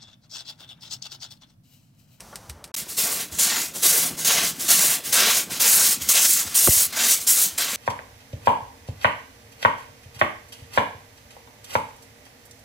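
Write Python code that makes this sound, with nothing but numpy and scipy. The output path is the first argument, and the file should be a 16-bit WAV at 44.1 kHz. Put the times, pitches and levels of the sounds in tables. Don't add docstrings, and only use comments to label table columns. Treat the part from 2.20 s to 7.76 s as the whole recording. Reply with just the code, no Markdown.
import sys
import numpy as np
from scipy import signal
from scipy.fft import rfft, irfft, next_fast_len
from scipy.io import wavfile
from scipy.ndimage import uniform_filter1d

SR = 44100
rng = np.random.default_rng(int(sys.argv[2]) if len(sys.argv) > 2 else 0)


def digitize_waveform(pressure):
    field = np.atleast_2d(pressure).T
    bounded = np.clip(field, -1, 1)
    quanta = np.round(bounded * 32767).astype(np.int16)
    wavfile.write(sys.argv[1], SR, quanta)


N = 245195
TIME = np.arange(N) / SR
SIZE = next_fast_len(N, real=True)
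FREQS = np.fft.rfftfreq(SIZE, 1 / SR)

# start in seconds, attack in
# seconds, hold in seconds, hiss in dB, sag over the hold in dB, roar against hiss in dB, change of hiss at the
# opening in dB, lift of lowest and highest bands in dB.
STROKE_BLASTS = [ (.535, .008, .064, -25.5, 3.5, -14.5, -2.5, 1),
                 (0.765, 0.023, 0.27, -20.5, 10.5, -12.5, 0, 6.5),
                 (1.183, 0.014, 0.26, -16, 10, -16, 0.5, -1.5),
                 (1.62, .013, 0.26, -16.5, 8.5, -13.5, -2.5, 6), (2.045, .006, 0.24, -15.5, 7, -15, 0, 0.5),
                 (2.478, 0.011, 0.27, -17.5, 3, -12.5, 0, 2.5),
                 (2.922, .008, 0.27, -15.5, 3, -14.5, 0.5, 1.5), (3.393, 0.012, 0.33, -17, 1, -14.5, -2, 2),
                 (3.886, .005, 0.32, -16.5, 2, -15.5, 1.5, -1.5),
                 (4.342, 0.012, 0.3, -17, 1.5, -19, -1, 4.5),
                 (4.757, .018, 0.17, -15.5, -3, -18.5, -1.5, -1),
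                 (5.064, 0.011, 0.2, -16.5, 3.5, -20, -0.5, 0.5),
                 (5.376, 0.0067, 0.18, -25, 2.5, -6.5, 4.5, -0.5), ]
# start in seconds, attack in seconds, hiss in dB before the trims,
# fade in dB per second, roar against hiss in dB.
LEADING_PUFFS = [(.672, 0.033, -32, 160, -14), (1.11, 0.017, -36.5, 35, -11),
                 (1.533, 0.018, -30, 78, -11.5), (1.964, .028, -31, 51, -11), (2.385, 0.027, -27, 82, -10),
                 (2.834, 0.032, -28, 68, -12), (3.292, 0.03, -29, 77, -8), (3.788, 0.033, -29.5, 44, -11.7),
                 (4.245, .033, -33.5, 100, -7), (4.722, 0.0065, -30, 60, -8.5),
                 (4.998, .016, -28, 214, -20)]
# middle in
# seconds, half length in seconds, hiss lost in dB, roar gained in dB.
JET_CHANGES = [(0.886, 0.035, 5, 0.5), (1.334, 0.07, 5, 5), (2.108, 0.021, 3, 4), (2.186, 0.062, 5.5, 6.5),
               (2.529, 0.022, -2, 4), (3.05, 0.11, 5.5, 8), (3.456, 0.025, -1, 6), (3.933, 0.0068, 4, -5),
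               (3.973, 0.03, 0, 6), (4.055, 0.0081, -3.5, 8.5), (4.112, 0.051, -3, -5), (4.82, 0.088, 9, 4),
               (5.467, 0.012, 6.5, -2)]


def steam_flow(roar_sag=0.58, roar_close=0.75, opening_s=0.014, close_db_per_s=354, close_ease_s=0.009,
               weep_hiss_db=-51, weep_roar_db=-54.5, weep_rise_db_per_s=1.27):
    weep = weep_rise_db_per_s * TIME
    hiss_power = amp(weep_hiss_db + weep) ** 2
    roar_power = amp(weep_roar_db + weep) ** 2
    for start, attack, hold, db, sag_db, wet_db, opening_db, _ in STROKE_BLASTS:
        age = np.maximum(TIME - start, 0)
        opening = np.minimum(age / attack, 1)
        sag = sag_db * np.minimum(age / hold, 1)
        closing = close_db_per_s * close_ease_s * np.logaddexp(0, (age - hold) / close_ease_s)
        onset = opening_db * bump(start + attack, opening_s)
        hiss_power += (opening * amp(db + onset - sag - closing)) ** 2
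        roar_power += (opening * amp(db + wet_db - roar_sag * sag - roar_close * closing)) ** 2
    for start, attack, db, fade, wet_db in LEADING_PUFFS:
        age = np.maximum(TIME - start, 0)
        puff = np.minimum(age / attack, 1) * amp(db - fade * np.maximum(age - attack, 0))
        hiss_power += puff ** 2
        roar_power += (puff * amp(wet_db)) ** 2
    hiss = 10 * np.log10(hiss_power)
    roar = 10 * np.log10(roar_power)
    for middle, half_length, hiss_loss_db, roar_gain_db in JET_CHANGES:
        change = bump(middle, half_length)
        hiss = hiss - hiss_loss_db * change
        roar = roar + roar_gain_db * change
    return hiss, roar


# middle in seconds, half length in seconds, pitch at the
# middle in Hz, level in dB before the whistle trim in drain_cocks.
HALF_WHISTLES = [(1.15, .04, 6650, -8), (1.299, 0.22, 7100, -6.5), (2.1, .17, 6450, -5),
                 (2.98, .12, 6350, -8), (3.603, 0.49, 9140, -18), (3.967, 0.13, 6360, -11),
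                 (4.3, .08, 7950, -13)]


def whistle(width_hz=300, sag_hz_per_s=1100):
    out = np.zeros(N)
    in_phase, across = wander(width_hz), wander(width_hz)
    for middle, half_length, hz, db in HALF_WHISTLES:
        pitch = hz - sag_hz_per_s * np.clip(TIME - middle, -.15, .15)
        angle = 2 * np.pi * np.cumsum(pitch) / SR
        narrow_noise = in_phase * np.cos(angle) + across * np.sin(angle)
        out += amp(db) * bump(middle, half_length) * narrow_noise
    return out


def swirl(x, swirl_db=1.5, wide_hz=200, long_s=.09):
    hz, t, z = signal.stft(x, SR, nperseg=1024)
    patches = rng.standard_normal(z.shape)
    patches = uniform_filter1d(patches, max(round(wide_hz / hz[1]), 1), axis=0)
    patches = uniform_filter1d(patches, max(round(long_s / t[1]), 1), axis=1)
    _, shifted = signal.istft(z * amp(swirl_db * unit(patches)), SR, nperseg=1024)
    return unit(shifted[:N])


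# frequency in Hz, relative level in dB per Hz.
JET_COLOUR = [(130, -26), (220, -12), (350, -12.5), (526, -10), (575, -9), (675, -11), (793, -9.5),
              (1130, -6.5), (1240, -6.5), (1400, -4.5), (2350, -3.5), (6480, -1), (15500, -7.5)]
# frequency in Hz, width in Hz, lift in dB.
RINGING_HOLLOWS = [(714, 46, 4), (1145, 37, 2), (1700, 51, 2), (2066, 20, 2.5), (2517, 25, 0),
                   (3980, 34, 5)]


def drain_cocks(hiss_db=-.5, whistle_db=-3, flutter_db=1.0, sputter_db=0.75, surge_db=1.0, sputter_hz=20.9,
                patch_db=1.0, spit_db=-22, spits_per_s=600):
    hiss, roar = steam_flow()
    gain = colour(JET_COLOUR) * lifts(RINGING_HOLLOWS)
    hiss_share = band_share(gain, 6000, 15000)
    roar_share = band_share(gain, 900, 3200)

    spits = (rng.random(N) < spits_per_s / SR) * rng.standard_normal(N)
    jet = shaped(rng.standard_normal(N) + amp(spit_db) * unit(spits), gain)
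    rush = swirl(jet) + amp(whistle_db) * whistle()

    surge = surge_db * wander(sputter_hz)
    hiss = hiss + hiss_db + surge + flutter_db * wander(68) - 20 * np.log10(hiss_share)
    roar = roar + surge + sputter_db * wander(70) - 20 * np.log10(roar_share)

    start, _, hold, *_, stroke_lift_db = np.transpose(STROKE_BLASTS)
    outer_lift = np.interp(TIME, start + hold / 2, stroke_lift_db)

    # band centre in Hz, share of roar, share of the stroke's lift.
    bands = [(500, 1.0, 0.94), (1350, 1, 0), (2650, 0.9, 0.0063), (4780, 0.54, 0.0),
             (6960, 0.041, 0), (9000, -0.048, 0.39), (14300, -0.023, 0.58)]
    out = np.zeros(N)
    for band, (_, roar_part, lift_part) in zip(split(rush, [row[0] for row in bands]), bands):
        flow = roar_part * roar + (1 - roar_part) * hiss
        out += band * amp(flow + lift_part * outer_lift + patch_db * wander(23))
    return out


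# start in seconds, level of the tone in dB, time to fall 60 dB in seconds.
EXHAUST_THUDS = [(0.287, -36, 0.34), (0.684, -43, .12), (1.117, -37.5, 0.19), (1.999, -54, .14),
                 (2.414, -53, .14), (2.854, -48, .14), (3.304, -43, .25), (3.809, -37.5, .3),
                 (4.261, -42, 0.18), (4.566, -33, 0.054), (4.667, -43, .12), (5.002, -46, .12),
                 (5.325, -42, .1)]


def exhaust(pipe_hz=94, sag_hz=32, sag_s=0.057, rise_s=0.0048, rough=0.26, stagger=.1):
    t, out = np.arange(SR // 3) / SR, np.zeros(N)
    sagging_hz = pipe_hz - sag_hz * (1 - np.exp(-t / sag_s))
    gusts = wander(60)
    eddies = noise(colour([(30, -12), (60, 7), (140, -6), (250, -8), (800, -50)]))
    for k, (s, db, t60) in enumerate(EXHAUST_THUDS):
        own = slice(k * len(t), (k + 1) * len(t))
        swell = (1 - np.exp(-(t / rise_s) ** 2)) * amp(-60 * t / t60)
        turns = np.cumsum(sagging_hz * (1 + stagger * gusts[own])) / SR
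        puff = np.sin(2 * np.pi * turns) + rough * eddies[own]
        add(out, s, amp(db) * swell / swell.max() * puff)
    return out


# start in seconds, first pitch in Hz, last pitch in Hz,
# glide in seconds, hold in seconds, level in dB before the roughening.
DROP_POPS = [(4.4734, 1900, 294, 0.00218, 0.00083, -22.5), (4.483, 704, 64, 0.0037, 0.011, -14.5)]


def drop_on_microphone(fade_s=.007, rough=0.21, splat_db=-19, splat_s=0.0086):
    t, out = np.arange(SR // 12) / SR, np.zeros(N)
    for s, top_hz, end_hz, glide_s, hold_s, db in DROP_POPS:
        turns = np.cumsum(end_hz + (top_hz - end_hz) * np.exp(-t / glide_s)) / SR
        fade = np.exp(-np.maximum(t - hold_s, 0) / fade_s)
        add(out, s, amp(db) * fade * np.sin(2 * np.pi * turns))
    age = np.maximum(TIME - DROP_POPS[0][0], 0)
    splat = noise(colour([(100, -1), (250, 7), (450, -8), (1200, 3), (1800, -10), (2600, -5), (3500, -35)]))
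    splat *= (age > 0) * np.exp(-(age / splat_s) ** 2)
    return out * (1 + rough * wander(500)) + amp(splat_db) * splat


# start in seconds, level in dB before the tick trim.
GEAR_TICKS = [(0.0054, -23), (0.1576, -19), (0.294, -28), (0.2973, -19), (0.4413, -20), (0.4763, -36)]
# frequency in Hz, relative level in dB per Hz.
GEAR_COLOUR = [(470, -32), (800, -13), (2030, -9), (2870, -8), (3090, -11), (5080, -5), (6840, -10),
               (8230, -3.5), (15500, -19)]


def valve_gear(tick_db=-6, crack_s=0.00036, ring_db=-10, ring_t60=0.074):
    t, out = np.arange(SR // 6) / SR, np.zeros(N)
    fade = np.exp(-t / crack_s) + amp(ring_db - 60 * t / ring_t60)
    for s, db in GEAR_TICKS:
        add(out, s, amp(db + tick_db) * fade * rng.standard_normal(len(t)))
    return shaped(out, unit(colour(GEAR_COLOUR)))


# frequency in Hz, relative level in dB, time to fall 60 dB in seconds.
ROD_MODES = [(595, -16, .05), (721, -6, .04), (900, -1, .03), (1150, 0, 0.036), (1400, -2, .05),
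             (1600, -12, .03), (3100, -15, .02)]


def rod(s=.128, clank_db=-44, rattle_s=0.0097):
    t, out = np.arange(SR // 8) / SR, np.zeros(N)
    ring = sum(amp(db - 60 * t / t60) * np.sin(2 * np.pi * hz * t) for hz, db, t60 in ROD_MODES)
    rattle = rng.standard_normal(len(t)) * np.exp(-t / rattle_s)
    clank = signal.fftconvolve(ring, rattle)
    add(out, s, amp(clank_db) * clank / clank.std() / 3)
    return out


# frequency in Hz, relative level in dB per Hz.
IDLE_COLOUR = [(24, -23), (40, -3), (224, -7), (266, -12), (484, -13), (562, -7.5), (637, -11), (838, -9.5),
               (1020, -12), (2570, -23.5), (5860, -20.5), (15500, -28.5)]
# frequency in Hz, width in Hz, lift in dB.
GLAND_RINGS = [(5950, 600, 4), (9900, 700, 4)]
# time in seconds, gain in dB.
GLAND_LEAK = [(0, 0.5), (.27, -2.5), (.36, -8), (.52, -18)]


def idling(level_db=-47.5, leak_hz=2500):
    air = noise(colour(IDLE_COLOUR) * lifts(GLAND_RINGS)) * amp(level_db)
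    simmer = shaped(air, 1 / (1 + (FREQS / leak_hz) ** 4))
    leak = air - simmer
    return simmer + leak * amp(np.interp(TIME, *np.transpose(GLAND_LEAK)))


# frequency in Hz, relative level in dB per Hz.
BOILER_COLOUR = [(30, -23), (55, -9), (105, -10.5), (135, -4.5), (165, -0.5), (200, -1.5), (270, -1.5),
                 (340, -4), (430, -9.5), (800, -13), (1500, -21), (3000, -56)]
# time in seconds, level in dB before the rumble trim.
DRAUGHT = [(.56, -49), (1.3, -44), (2.0, -40.5), (2.75, -43), (3.1, -44), (3.35, -41.5), (4.2, -47.5),
           (5.55, -47.5)]


def boiler(rumble_db=-1.5, lump_db=4.5, lump_hz=25, drone_hz=162, drone_drift=.015, drone_db=-48,
           drone_middle_s=2.03, drone_half_s=.45):
    registers = split(noise(colour(BOILER_COLOUR)), [160, 270, 420])
    lumpy = sum(band * amp(lump_db * wander(lump_hz)) for band in registers)
    rumble = unit(lumpy) * amp(np.interp(TIME, *np.transpose(DRAUGHT)) + rumble_db)
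    turns = np.cumsum(drone_hz * (1 + drone_drift * wander(14))) / SR
    drone = np.sqrt(2) * np.sin(2 * np.pi * turns) * amp(drone_db) * bump(drone_middle_s, drone_half_s)
    return rumble + drone


# delay in seconds, gain in dB before the treble scatters.
CLOSE_REFLECTIONS = [(.00146, -19), (.00196, -18.5), (.00442, -11.5), (.0058, -22), (.0092, -19)]


def surroundings(x, yard_db=-19, yard_t60=0.15, mirror_hz=3200):
    tail = rng.standard_normal(N) * amp(-60 * TIME / yard_t60)
    echoes = np.zeros(N)
    for delay, db in CLOSE_REFLECTIONS:
        add(echoes, delay, amp([db]))
    response = shaped(echoes, 1 / (1 + (FREQS / mirror_hz) ** 2))
    response += amp(yard_db) * tail / np.linalg.norm(tail)
    response[0] += 1
    return signal.fftconvolve(x, response[:SR // 2] / np.linalg.norm(response))[:N]


def amp(db):
    return 10 ** (np.asarray(db) / 20)


def unit(x):
    return x / np.sqrt(np.mean(x ** 2) + 1e-20)


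def colour(points):
    hz, db = np.transpose(points)
    return amp(np.interp(np.log(FREQS + 1), np.log(hz + 1), db))


def lifts(peaks):
    return amp(sum(db / (1 + (2 * (FREQS - hz) / width) ** 2) for hz, width, db in peaks))


def band_share(gain, low_hz, high_hz):
    inside = (FREQS > low_hz) & (FREQS < high_hz)
    return np.linalg.norm(gain[inside]) / np.linalg.norm(gain)


def shaped(x, gain):
    return irfft(rfft(x, SIZE) * gain, SIZE)[:N]


def split(x, centres_hz):
    spectrum, log_hz = rfft(x, SIZE), np.log(FREQS + 1)
    weights = [np.interp(log_hz, np.log(centres_hz), pick) for pick in np.eye(len(centres_hz))]
    return [irfft(spectrum * weight, SIZE)[:N] for weight in weights]


def noise(gain):
    return unit(shaped(rng.standard_normal(N), gain))


def wander(rate_hz, size=16384):
    hz = np.fft.rfftfreq(size, N / SR / size)
    drift = irfft(rfft(rng.standard_normal(size)) / (1 + (hz / rate_hz) ** 2))
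    return np.interp(TIME, np.linspace(0, N / SR, size), unit(drift))


def bump(middle, half_length):
    return np.exp(-((TIME - middle) / half_length) ** 2)


def add(mix, s, sound):
    part = mix[max(round(s * SR), 0):][:len(sound)]
    part += sound[:len(part)]


def scene():
    working = TIME > np.mean(SILENCES[0])
    quiet = idling() + valve_gear() + rod()
    loud = surroundings(drain_cocks()) + boiler() + drop_on_microphone()
    return np.tile(np.where(working, loud, quiet) + exhaust(), (2, 1))


# start in seconds, end in seconds.
SILENCES = [(0.518, 0.5412), (0.553, 0.564)]


def record(dry, low_cut_hz=38, edge_hz=15900):
    lean = signal.sosfilt(signal.butter(2, low_cut_hz, "highpass", fs=SR, output="sos"), dry)
    rounded = lean / (1 + (np.abs(lean) / .7) ** 6) ** (1 / 6)
    live = np.ones(N)
    for start, end in SILENCES:
        live[(TIME > start) & (TIME < end)] = 0
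    heard = rounded * uniform_filter1d(live, size=60)
    top_cut = signal.firwin(511, edge_hz, window=("kaiser", 9), fs=SR)
    return signal.oaconvolve(heard, top_cut[None], "same")


dry = scene()
out = record(dry)
digitize_waveform(out)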